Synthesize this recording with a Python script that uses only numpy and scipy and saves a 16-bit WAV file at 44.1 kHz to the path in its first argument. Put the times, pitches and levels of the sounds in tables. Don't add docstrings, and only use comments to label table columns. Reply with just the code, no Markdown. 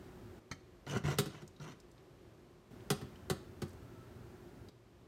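import sys
import numpy as np
from scipy import signal
from scipy.fft import rfft, irfft, next_fast_len
from scipy.io import wavfile
from scipy.ndimage import uniform_filter1d, map_coordinates

SR = 44100
rng = np.random.default_rng(int(sys.argv[2]) if len(sys.argv) > 2 else 0)


def persist_wave(psi):
    counts = np.round(np.clip(psi, -1, 1) * 32767).astype(np.int16)
    wavfile.write(sys.argv[1], SR, np.atleast_2d(counts).T)


N = 223888
TIME = np.arange(N) / SR
AGE = np.arange(SR // 2) / SR


def amp(db):
    return 10 ** (np.asarray(db) / 20)


def unit(x):
    return x / np.sqrt(np.mean(x ** 2) + 1e-20)


def unit_peak(x, size=441):
    power = uniform_filter1d(x ** 2, size, mode="constant")
    return x / np.sqrt(power.max() + 1e-20)


def along(points, hz):
    f, v = np.transpose(points)
    return np.interp(np.log(hz + 1), np.log(f + 1), v)


def filtered(x, response):
    size = next_fast_len(len(x) + SR // 2)
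    spectrum = rfft(x, size) * response(np.fft.rfftfreq(size, 1 / SR))
    return irfft(spectrum, size)[:len(x)]


def noise(spectrum, size):
    return unit(filtered(rng.standard_normal(size), lambda f: amp(along(spectrum, f))))


def resonance(f, hz, width_hz):
    return 1j * f * width_hz / (hz * hz - f * f + 1j * f * width_hz)


def fuzzy_tone(hz, width_hz):
    return unit(filtered(rng.standard_normal(N), lambda f: resonance(f, hz, width_hz) ** 2))


def wobble(knots_per_s, size=N):
    knots = rng.standard_normal(int(size * knots_per_s / SR) + 4)
    return map_coordinates(knots, [np.arange(size) * knots_per_s / SR])


def fade(t60_s, t=AGE):
    return np.exp(-np.log(1000) * t / t60_s)


def attack(rise_s):
    return 1 - np.exp(-AGE / rise_s)


def add(track, s, sound):
    part = track[max(round(s * SR), 0):][:len(sound)]
    part += sound[:len(part)]


def patches(x, depth_db, size=1024):
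    z = signal.stft(x, nperseg=size)[2]
    field = uniform_filter1d(rng.standard_normal(z.shape), size=4, axis=0)
    field = uniform_filter1d(field, size=3, axis=1)
    return signal.istft(z * amp(depth_db * unit(field)), nperseg=size)[1][:len(x)]


def ring(modes, scatter_db, waver_rad):
    total = np.zeros(len(AGE))
    for hz, db, t60_s in modes:
        phase = 2 * np.pi * hz * AGE + waver_rad * wobble(4 * np.sqrt(hz), size=len(AGE))
        strength = rng.choice([-1, 1]) * amp(db + scatter_db * rng.standard_normal())
        total += strength * fade(t60_s) * np.sin(phase)
    return total


def contact(spectrum, t60_s, rebound_s, rebound, snap=1.6, snap_t60_s=0.015):
    again = (AGE > rebound_s) * fade(t60_s, np.abs(AGE - rebound_s))
    envelope = np.hypot(fade(t60_s) + snap * fade(snap_t60_s), rebound * again)
    return unit_peak(patches(noise(spectrum, len(AGE)), depth_db=2.0) * envelope)


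# (from [s], to [s])
LOUD_SPELLS = [(-0.1, 0.395), (2.707, 4.7)]
# (frequency [Hz], density [dB per Hz])
QUIET_AIR = [(15, -49.5), (25, -35), (43, -3), (76, -3.5), (161, -6.5), (293, -10.5), (354, -4),
             (463, -13.5), (516, -13), (887, -21), (1130, -20), (1330, -24), (4490, -33), (13600, -44.5),
             (16000, -58.5)]
LOUD_AIR = [(15, -51), (25, -18), (40, -6.5), (97, 0), (149, -6), (263, -5), (317, -12), (354, -3.5),
            (476, -15.5), (591, -15.5), (1230, -23), (1330, -21), (2350, -30), (14000, -43.5), (16000, -48)]
# (frequency [Hz], width [Hz], level outside the spells [dB])
HUM = [(116.8, 15, -69.5), (351.7, 7.6, -73), (376.8, 31, -76)]
QUIET_AIR_DB, LOUD_AIR_DB, HUM_STEP_DB = -60.5, -52.84, 6.6
STEP_S = 0.0055


def background():
    loud = np.zeros(N)
    for start, end in LOUD_SPELLS:
        loud += np.clip(np.minimum(TIME - start, end - TIME) / STEP_S + .5, 0, 1)
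    air = (1 - loud) * amp(QUIET_AIR_DB) * noise(QUIET_AIR, N)
    air += loud * amp(LOUD_AIR_DB) * noise(LOUD_AIR, N)
    hum = sum(amp(db) * fuzzy_tone(hz, width_hz) for hz, width_hz, db in HUM)
    return air * amp(0.77 * wobble(2.95)) + hum * amp(HUM_STEP_DB * loud)


# (time [s], level [dB])
RIM_TAPS = [(0.5129, -38.5)]
# (frequency [Hz], relative level [dB], t60 [s])
SPOON_MODES = [(90, -7.5, 0.23), (150.4, -6, 0.19), (267.6, -4.5, 0.16), (763, -14, 0.14), (1312, 0, 0.066),
               (1750, -18, 0.052), (2234, -6, 0.053), (3100, -10, 0.12), (4310, -0.5, 0.045),
               (6330, 3, 0.033)]
# (frequency [Hz], density [dB per Hz])
RIM_CRACK = [(47, -35), (80, 1), (283, -3), (395, -13), (768, -10), (980, -11), (1310, -13.5), (2220, -6.5),
             (2660, -25.5), (4420, -13), (4940, -19), (6170, -16), (16000, -46)]


def rim_tap():
    out = np.zeros(N)
    for s, db in RIM_TAPS:
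        modes = unit_peak(ring(SPOON_MODES, scatter_db=1.0, waver_rad=0.64))
        crack = contact(RIM_CRACK, t60_s=0.073, rebound_s=0.0063, rebound=0.23, snap=0.27)
        tap = (modes + amp(2.0) * crack) * attack(0.0017)
        add(out, s, amp(db) * unit_peak(tap))
    return out


# (frequency [Hz], width [Hz], gain over the rest [dB])
PRESSED = [(717, 70, 4.5), (963, 125, 5), (1390, 99, -5.5), (1997, 140, 13.5), (2950, 110, -1),
           (4260, 150, -0.5), (5850, 430, 10)]


def friction(spectrum, slips_per_s, spread_db, shifting_db):
    slips = (rng.random(N) < slips_per_s / SR) * rng.standard_normal(N)
    force = patches(slips, shifting_db) * amp(spread_db * wobble(180))

    def body(f):
        return 1 + sum(amp(db) * resonance(f, hz, width_hz) for hz, width_hz, db in PRESSED)

    return unit(filtered(force, lambda f: amp(along(spectrum, f)) * body(f)))


# (start [s], hardest push [s], end [s], rub at the push [dB],
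# judder on landing [dB], judder at the push [dB])
STROKES = [(0.865, 0.966, 0.98, -38, -51.5, -34), (1.038, 1.106, 1.1406, -37.5, -38, -32),
           (1.175, 1.182, 1.204, -49, -50, -47), (1.255, 1.346, 1.42, -55.5, -54, -56),
           (1.599, 1.621, 1.732, -51, -52.5, -45)]
# (frequency [Hz], density [dB per Hz])
RUB = [(110, -29), (190, -7), (221, -14), (258, 0), (301, -2.5), (383, -1.5), (574, -11.5), (691, -14.5),
       (1070, -13), (1460, -9.5), (2600, -40.5), (3380, -46), (5720, -120)]
GRIT = [(1410, -31), (2400, -6), (3000, -2.5), (3380, -7), (5180, -13), (6220, -15), (6520, -12.5),
        (10600, -21), (11600, -22.5), (16000, -33)]
SWELL_DB, EASE_DB, JUDDER_EASE_DB = 12, 5.5, 12
GRIT_DB, GRIT_FOLLOWS = -7, 0.83
TOUCH_S, LIFT_T60_S, JUDDER_T60_S = 0.0028, 0.073, 0.2


def scrapes(judder_hz=148, stutter_db=1.0):
    juddering, rubbing, gritting = np.zeros((3, N))
    for start, push, end, rub_db, landing_db, judder_db in STROKES:
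        moments = [start, push, end]
        pressure_db = np.interp(TIME, moments, [-SWELL_DB, 0, -EASE_DB])
        shaking_db = np.interp(TIME, moments, [landing_db, judder_db, judder_db - JUDDER_EASE_DB])
        landed = np.clip((TIME - start) / TOUCH_S, 0, 1)
        lifted_s = np.maximum(TIME - end, 0)
        touching = landed * fade(LIFT_T60_S, lifted_s)
        juddering += landed * fade(JUDDER_T60_S, lifted_s) * amp(shaking_db)
        rubbing += touching * amp(rub_db + pressure_db)
        gritting += touching * amp(rub_db + GRIT_DB + GRIT_FOLLOWS * pressure_db)
    stutter = unit(amp(stutter_db * wobble(90)))
    phase = 2 * np.pi * np.cumsum(judder_hz * (1 + 0.1714 * wobble(120))) / SR
    judder = unit(np.sin(phase) * amp(1.5 * wobble(59.85)))
    rub = friction(RUB, slips_per_s=2000, spread_db=0.6, shifting_db=2.5)
    grit = friction(GRIT, slips_per_s=4200, spread_db=2.0, shifting_db=4.0)
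    return stutter * (juddering * judder + rubbing * rub + gritting * grit)


# (time [s], level [dB], centre [Hz])
TICKS = [(0.974, -54, 5860), (1.349, -60, 1960), (1.477, -60, 6450), (1.564, -66, 3980), (1.801, -64, 5840),
         (1.915, -70.5, 6260), (1.98, -70, 4050), (2.806, -66.5, 3200), (3.158, -63.5, 2940),
         (4.686, -61, 4400)]
# (from [s], to [s])
RATTLE_SPAN = (3.66, 3.75)
LANDING_DB, LANDING_HZ = -61.5, 4040
RATTLE_DB, RATTLE_HZ = -68, 6700


def ticks(rattle_count=4):
    out = np.zeros(N)
    landings = [(stroke[0], LANDING_DB, LANDING_HZ) for stroke in STROKES]
    start, end = RATTLE_SPAN
    spacing_s = (end - start) / rattle_count
    rattle = []
    for k, (late, pitch) in enumerate(rng.random((rattle_count, 2))):
        rattle.append((start + spacing_s * (k + late), RATTLE_DB, RATTLE_HZ * 2 ** (pitch - .5)))
    for s, db, hz in TICKS + landings + rattle:
        burst = rng.standard_normal(len(AGE)) * fade(0.036)
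        tick = filtered(burst, lambda f: resonance(f, hz, 0.63 * hz) ** 2)
        add(out, s, amp(db) * unit_peak(tick))
    return out


# (time [s], bending note of the spoon [Hz], level before register offsets [dB],
# softness: treble lost [dB per octave], extra boom of the pan [dB])
KNOCKS = [(0.957, 388, -31, 6, -2), (1.041, 396, -38.5, 5.5, 17), (1.185, 403, -31.5, 0, -9),
          (1.2579, 320, -42.5, 1.7, -3), (1.42, 344, -46.5, 3.5, 0), (2.9022, 401.4, -30.5, 0.47, -6),
          (3.013, 410, -40.5, 3.5, 2), (3.2984, 366, -32, 1, 7.5), (3.618, 368, -37.5, 2, 12)]
# (frequency [Hz], relative level [dB], t60 [s])
PAN_MODES = [(92, -5.5, 0.26), (148, 0.5, 0.14), (203.6, -2.5, 0.16), (317.7, -11, 0.18), (479, -14, 0.069),
             (536.5, -14.5, 0.17), (753, -14.5, 0.16), (990, -20, 0.18), (1110, -14, 0.14),
             (1253, -10.5, 0.052), (1306, -11.5, 0.12), (1502, -10, 0.089), (1807, -19, 0.14),
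             (1983, -10.5, 0.078), (2495, -20.5, 0.12), (2730, -21, 0.12), (3290, -24, 0.26),
             (3445, -43, 0.19), (3920, -10, 0.058), (4440, -12.5, 0.091), (4810, -22.5, 0.19),
             (7550, -21, 0.042), (8240, -11, 0.06)]
# (frequency [Hz], density [dB per Hz])
CRACK = [(120, -30), (200, -8), (432, -0.5), (623, -43.5), (749, -4), (899, -21.5), (1120, -13.5),
         (1680, -15), (2020, -20.5), (2330, -21.5), (3370, -15), (6050, -21), (8580, -18), (12800, -23.5),
         (16000, -35)]
# (from [Hz], to [Hz])
BANDS = [(45, 115), (115, 260), (260, 650), (650, 2200), (2200, 6000), (6000, 17000)]
HARD_BLOW_DB = [-15.5, 1.5, 1.5, -3, -1.5, -3.5]
SOFT_ABOVE_HZ = 136


def knocks():
    out = np.zeros(N)
    centres_hz = np.sqrt(np.prod(BANDS, axis=1))
    octaves = np.maximum(np.log2(centres_hz / SOFT_ABOVE_HZ), 0)
    for s, spoon_hz, level_db, softness, boom_db in KNOCKS:
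        modes = ring(PAN_MODES + [(spoon_hz, 2, .12)], scatter_db=0.5, waver_rad=0.42) * attack(0.0018)
        crack = contact(CRACK, t60_s=0.073, rebound_s=0.0076, rebound=0.74) * attack(0.001)
        blow = unit_peak(modes) + crack
        levels_db = level_db + np.array(HARD_BLOW_DB) - softness * octaves
        levels_db[0] += boom_db
        for band, db in zip(BANDS, levels_db):
            bandpass = signal.butter(3, band, "bandpass", fs=SR, output="sos")
            add(out, s, amp(db) * unit_peak(signal.sosfilt(bandpass, blow)))
    return out


# (from [s], to [s], level before the swell [dB])
WHISTLE = (3.74, 4.25, -69)


def whistle(hz=1315, width_hz=75):
    start, end, db = WHISTLE
    swell = np.sin(np.pi * np.clip((TIME - start) / (end - start), 0, 1))
    return fuzzy_tone(hz, width_hz) * amp(db) * swell


# (frequency [Hz], t60 [s])
KITCHEN = [(100, 0.41), (500, 0.41), (3500, 0.48), (8000, 0.32), (15000, 0.2)]


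def kitchen(x, size=256):
    hz, t, z = signal.stft(rng.standard_normal(len(AGE)), SR, nperseg=size)
    decay = fade(along(KITCHEN, hz)[:, None], t)
    tail = signal.istft(z * decay, SR, nperseg=size)[1][:len(AGE)]
    tail = tail * (1 - np.exp(-(AGE / 0.0065) ** 2))
    return signal.fftconvolve(x, tail / np.linalg.norm(tail))[:N]


def scene():
    tap = rim_tap()
    pan_and_ticks = scrapes() + ticks() + knocks()
    room = kitchen(amp(-14) * pan_and_ticks + amp(-18.0) * tap)
    return (background() + tap + pan_and_ticks + whistle() + room)[None]


# (frequency [Hz], gain [dB])
MICROPHONE = [(20, -5), (38, -6.5), (52, 0.5), (70, -2), (90, -1), (9300, -1), (10400, -5), (11200, -0.5),
              (15500, 1.5)]
TOP_HZ = 15850


def record(dry):
    def response(f):
        band_limit = 1 / np.sqrt(1 + (f / TOP_HZ) ** 160)
        return amp(along(MICROPHONE, f)) * band_limit

    return np.array([filtered(channel, response) for channel in dry])


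dry = scene()
out = record(dry)
persist_wave(out)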